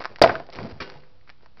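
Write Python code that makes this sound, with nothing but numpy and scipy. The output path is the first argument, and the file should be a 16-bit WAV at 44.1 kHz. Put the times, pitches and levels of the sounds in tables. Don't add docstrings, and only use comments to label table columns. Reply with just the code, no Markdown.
import sys
import numpy as np
from scipy import signal
from scipy.fft import rfft, irfft
from scipy.io import wavfile
from scipy.ndimage import uniform_filter1d

SR = 44100
rng = np.random.default_rng(int(sys.argv[2]) if len(sys.argv) > 2 else 0)


def output_pcm(signal):
    pcm = np.clip(np.atleast_2d(signal).T, -1, 1) * 32767
    wavfile.write(sys.argv[1], SR, np.round(pcm).astype(np.int16))


N = 70560
T = np.arange(N) / SR
HZ = np.fft.rfftfreq(2 * N, 1 / SR)
MIC_TOP_HZ = 5800


def amp(db):
    return 10 ** (np.asarray(db) / 20)


def unit(x):
    return x / np.sqrt(np.mean(x ** 2) + 1e-20)


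def curve_at(points, hz):
    pitches, values = np.transpose(points)
    return np.interp(np.log(hz + 1), np.log(pitches + 1), values)


def fade(t, fade_s):
    return np.exp(-np.log(1000) * np.maximum(t, 0) / max(fade_s, 1e-4))


def add(mix, start_s, sound):
    part = mix[max(round(start_s * SR), 0):][:len(sound)]
    part += sound[:len(part)]


def colour(x, gain):
    return irfft(rfft(x, 2 * N) * gain)[:N]


def band(hz, centre_hz, octaves):
    return 1 / (1 + (np.log2((hz + 1) / centre_hz) / octaves) ** 2)


def click(gain, size=1024):
    cepstrum = irfft(np.log(np.maximum(gain, 1e-5)))
    cepstrum[1:size] *= 2
    cepstrum[size + 1:] = 0
    pulse = irfft(np.exp(rfft(cepstrum)))[:size]
    return pulse / abs(pulse).max()


def night_air(hiss_db=-58, hum_hz=134, hum_db=-70.5):
    # pitch_hz, gain_db
    tone = [(20, 3), (45, 2), (110, -3.5), (220, -10.5), (450, -16.5), (900, -16.5), (1800, -23.5),
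            (3500, -25), (4600, -24.5), (5500, -24.5)]
    hiss = unit(colour(rng.standard_normal(N), amp(curve_at(tone, HZ))))
    return amp(hiss_db) * hiss + amp(hum_db) * np.sin(2 * np.pi * hum_hz * T)


def rock_echoes(sound, build_s=0.02):
    # pitch_hz, level_db, fade_s
    slope = [(59.4, -17, 0.42), (200, -17.5, 0.56), (650, -19.5, 0.26), (1300, -16.5, 0.31),
             (3000, -13.5, 0.31), (5100, -16.5, 0.27)]
    # delay_s, level_db
    echoes = [(.0031, -17.5), (.0058, -14), (.0104, -20.5), (.0215, -24)]
    hz, t, spectrum = signal.stft(rng.standard_normal(N), SR, nperseg=256)
    level_db = curve_at(np.array(slope)[:, [0, 1]], hz)[:, None]
    fade_s = curve_at(np.array(slope)[:, [0, 2]], hz)[:, None]
    fade_rate = np.log(1000) / fade_s
    same_energy = np.sqrt(2 * fade_rate / SR)
    spectrum *= amp(level_db) * np.exp(-fade_rate * t) * same_energy
    tail = signal.istft(spectrum, SR, nperseg=256)[1][:N] * np.minimum(T / build_s, 1)
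    for delay_s, echo_db in echoes:
        add(tail, delay_s, amp([echo_db]))
    return signal.fftconvolve(sound, tail)[:N]


def ground_thumps(rise_s=0.0016):
    # start_s, level_db, pitch_hz, fade_s
    footfalls = [(0.563, -35.5, 207, .08), (0.727, -31.5, 84.5, 0.11), (.748, -35.5, 127, 0.056),
                 (.762, -38.5, 129, 0.091), (0.802, -49, 78, 0.06), (0.957, -45.5, 143.7, 0.37)]
    out, t = np.zeros(N), T[:SR // 2]
    for start_s, level_db, pitch_hz, fade_s in footfalls:
        loudness = amp(level_db) * np.minimum(t / rise_s, 1) * fade(t, fade_s)
        add(out, start_s, loudness * np.sin(2 * np.pi * pitch_hz * t))
    return out


def gravel(size, grains_per_s=2500, spread_db=4.5, sand_gain=0.11, jerk_s=0.0028, jerk_db=1.73):
    hits = (rng.random(size) < grains_per_s / SR) * rng.choice([-1, 1], size)
    grains = hits * amp(spread_db * np.minimum(rng.exponential(1, size), 3))
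    jerks = unit(uniform_filter1d(rng.standard_normal(size), round(jerk_s * SR)))
    sand = sand_gain * rng.standard_normal(size)
    return unit((unit(grains) + sand) * amp(jerk_db * np.clip(jerks, -2, 2)))


def gravel_scuffs():
    # start_s, rise_s, hold_s, fade_s, thud_db, stones_db, grit_db
    scuffs = [(0, 0.001, 0.017, 0.14, -56, -42, -41), (0.09, 0.0084, 0.021, 0.29, -54, -48.5, -52.5),
              (0.214, .0049, 0.069, 0.46, -37, -31, -38), (0.517, 0.016, 0.035, 0.11, -65, -47, -42.5),
              (.556, 0.036, 0.067, 0.24, -38.5, -39.5, -47.5),
              (0.682, 0.026, 0.015, 0.017, -59, -49, -47.5), (0.731, .0038, 0.046, 0.32, -53.5, -57, -56.5),
              (.803, 0.0032, 0.018, 0.089, -42, -41.5, -33), (0.826, 0.024, 0.052, 0.6, -58, -48.5, -48),
              (1.268, .017, .014, .09, -70.5, -65.5, -58), (1.418, .005, 0.021, .08, -76, -64, -62),
              (1.567, .008, 0.041, 0.091, -62, -62.5, -55.5)]
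    # pitch_hz, gain_db
    thud = [(20, -16.5), (50, -11.5), (85, -4), (150, -3.5), (240, -5.5), (400, -17.5), (900, -43)]
    # pitch_hz, gain_db
    stones = [(80, -19), (200, -5), (400, 4), (650, 1), (950, -3.5), (1600, -16.5), (3000, -27),
              (6000, -35)]
    # pitch_hz, gain_db
    grit = [(200, -27), (700, -9.5), (1300, 2), (2300, 0), (3600, -7), (4900, -1), (6000, -6)]
    sources = [(rng.standard_normal(N), thud), (gravel(N), stones), (gravel(N), grit)]
    layers = [unit(colour(noise, amp(curve_at(tone, HZ)))) for noise, tone in sources]
    out = np.zeros(N)
    for start_s, rise_s, hold_s, fade_s, *levels_db in scuffs:
        t = T - start_s
        loudness = np.clip(t / rise_s, 0, 1) * fade(t - rise_s - hold_s, fade_s)
        out += loudness * sum(amp(db) * layer for db, layer in zip(levels_db, layers))
    return out


def stone_clacks():
    # pitch_hz, level_db, fade_s
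    notes = [(807, 1.5, 0.031), (1090, -6, 0.041), (1580, -6, 0.027), (1746, -3.5, .035),
             (2230, -1.5, 0.01)]
    # start_s, level_db, pitch_ratio
    clacks = [(.047, -42, 1), (.055, -39.5, 0.98), (.5878, -35, .9), (1.294, -49, 0.99), (1.3008, -46, 1),
              (1.461, -54.5, 0.791), (1.573, -58, 1), (1.598, -56, 0.97)]
    out, t = np.zeros(N), T[:SR // 8]
    for start_s, level_db, pitch_ratio in clacks:
        ring = sum(amp(db) * fade(t, fade_s) * np.sin(2 * np.pi * hz * pitch_ratio * t)
                   for hz, db, fade_s in notes)
        add(out, start_s, amp(level_db) * ring)
    return out


def metal_clang(start_s=0.8032):
    # pitch_hz, level_db, fade_s
    notes = [(247, -40.5, 0.13), (331, -37.5, 0.13), (396, -39.5, 0.45), (507, -47.5, 1.15),
             (950, -52, 0.62), (1123, -35.5, 0.13), (1296, -34, 0.078), (1510, -43, 0.44),
             (1743, -36.5, 0.16), (1996, -57, 0.54), (2355, -34.5, 0.098), (2830, -46.5, 0.43),
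             (3190, -45.5, .2)]
    out = np.zeros(N)
    for hz, db, fade_s in notes:
        add(out, start_s, amp(db) * fade(T, fade_s) * np.sin(2 * np.pi * (hz * T + rng.random())))
    return out


def hoof_knocks(soft_hz=2480, treble_hz=5600, grit_db=-5.5, size=4096):
    # start_s, level_db, centre_hz, treble_db
    knocks = [(.007, -23.5, 890, -25.5), (0.0157, -27.5, 980, -22.5), (0.023, -25.5, 1000, -11),
              (0.04, -24, 1360, -8), (.047, -18.5, 920, -14.5), (.055, -12.5, 960, -9.5),
              (.0605, -31, 756, -26), (0.1599, -26, 2220, -6.5), (0.186, -28.5, 820, -8),
              (0.1946, -29, 790, -11), (0.2942, -21.5, 1600, -6), (0.3555, -27, 1390, -15),
              (.383, -42, 2000, -6.5), (0.3992, -31.5, 1700, -6), (.467, -40, 2040, 5.5),
              (.502, -33.5, 2190, 1), (.5265, -33, 2870, -1), (.534, -29.5, 2530, 7),
              (0.5515, -36, 2400, -3), (0.5575, -27, 2400, 2), (0.5882, -23, 1410, -18),
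              (0.6168, -38, 1980, 5), (0.631, -33, 2400, 3), (0.671, -34, 1400, -5), (0.8056, -22, 1730, 5),
              (0.9001, -28, 1760, 3), (1.036, -43, 1500, -21.5), (1.212, -49, 2015, -10),
              (1.276, -43, 1494, -15.5), (1.294, -34.5, 1725, -9), (1.3005, -31.5, 2030, 1.5),
              (1.409, -51, 1300, -16), (1.4605, -37, 1150, -7), (1.573, -41.5, 1077, -11),
              (1.598, -35, 1200, -5)]
    out, hz, t = np.zeros(N), np.fft.rfftfreq(size, 1 / SR), T[:size]
    for start_s, level_db, centre_hz, treble_db in knocks:
        body = band(hz, centre_hz, octaves=0.86) / np.sqrt(1 + (hz / soft_hz) ** 10)
        treble = amp(treble_db) * band(hz, treble_hz, octaves=0.37)
        tone = (body + treble) / (1 + (hz / MIC_TOP_HZ) ** 10)
        grit = gravel(size) * fade(t, fade_s=0.013)
        push = amp(grit_db) * grit / np.linalg.norm(grit)
        push[0] += 1
        add(out, start_s, amp(level_db) * signal.fftconvolve(push, click(tone)))
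    return out


def horn_cracks(size=2048):
    # start_s, level_db, centre_hz, fade_s
    cracks = [(0.2218, -1.5, 5100, 0.013), (0.2247, -11.5, 4900, 0.012), (0.2256, -14, 1790, 0.028),
              (0.2372, -12.5, 2400, .016), (0.24, -7, 1420, .03), (0.2487, -22, 5000, 0.014),
              (.275, -19, 2400, 0.013), (0.293, -21.5, 1620, 0.072), (0.3543, -22, 1410, 0.029)]
    out, hz = np.zeros(N), np.fft.rfftfreq(size, 1 / SR)
    for start_s, level_db, centre_hz, fade_s in cracks:
        tone = band(hz, centre_hz, octaves=0.55) ** 2
        burst = unit(irfft(tone * np.exp(2j * np.pi * rng.random(len(hz)))))
        add(out, start_s, amp(level_db) * burst * fade(T[:size], fade_s))
    return out


def horn_blows(contact_s=0.0006, longer_per_db=0.18, bass_cut_hz=102):
    # start_s, level_db, pitch_ratio, length_ratio
    blows = [(.2166, 7, 0.86, 0.6), (.2234, -1, 0.97, 0.54), (.2392, 2.5, 0.96, 0.98),
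             (0.2451, -7.5, 0.96, 0.37), (0.2607, -5, 1.06, 0.44), (.274, -9.5, 1.04, 0.61),
             (.287, -17, 1.4, 0.92), (.2955, -10, 1.06, 0.87), (.316, -15.5, 0.85, 1.3),
             (.342, -21.5, 0.96, 3.1), (.402, -18.5, 1.028, 0.8), (.4895, -28, 1.02, 0.68),
             (.497, -31.5, 1.1, 0.49), (.654, -27, 0.98, 1.2), (.894, -32.5, 1.18, 1.06),
             (.957, -36, 1.25, 1.4)]
    # pitch_hz, level_db, fade_s
    notes = [(136, -27, 0.14), (276, -35, 0.058), (427, -30.5, 0.037), (505, -19.5, .06), (574, -14.5, .05),
             (677.2, -0.5, .033), (765, -18.5, .06), (1022.6, -15, 0.047), (1400, -13.5, 0.025),
             (1720, -17.5, .027), (2090, -25.5, 0.01)]
    out, t = np.zeros(N), T[:SR // 8]
    for start_s, level_db, pitch_ratio, length_ratio in blows:
        touch_s = contact_s * np.exp(-longer_per_db * level_db)
        swell = 1.5 - np.exp(-(t / touch_s) ** 2)
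        ring = sum(amp(db) * fade(t, fade_s * length_ratio) * np.sin(2 * np.pi * hz * pitch_ratio * t)
                   for hz, db, fade_s in notes)
        add(out, start_s, amp(level_db) * swell * ring)
    return signal.lfilter(*signal.butter(1, bass_cut_hz, "high", fs=SR), out)


def scene():
    hits = horn_blows() + horn_cracks() + hoof_knocks() + stone_clacks()
    return (hits + rock_echoes(hits) + gravel_scuffs() + ground_thumps() + metal_clang() + night_air())[None]


def record(dry, ceiling=0.7, hardness=8, harsh_hz=5000, harsh_cut_db=5, edge_width_hz=222, offset=0.0067):
    heard = colour(dry[0], 0.5 - 0.5 * np.tanh((HZ - MIC_TOP_HZ) / edge_width_hz))
    flattened = heard / (1 + abs(heard / ceiling) ** hardness) ** (1 / hardness)
    harsh_range = 0.5 + 0.5 * np.tanh((HZ - harsh_hz) / edge_width_hz)
    dulled = colour(flattened, amp(-harsh_cut_db * harsh_range))
    top_cut = signal.firwin(255, cutoff=16000, window=("kaiser", 9), fs=SR)
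    return offset + signal.oaconvolve(dulled, top_cut, "same")[None]


dry = scene()
out = record(dry)
output_pcm(out)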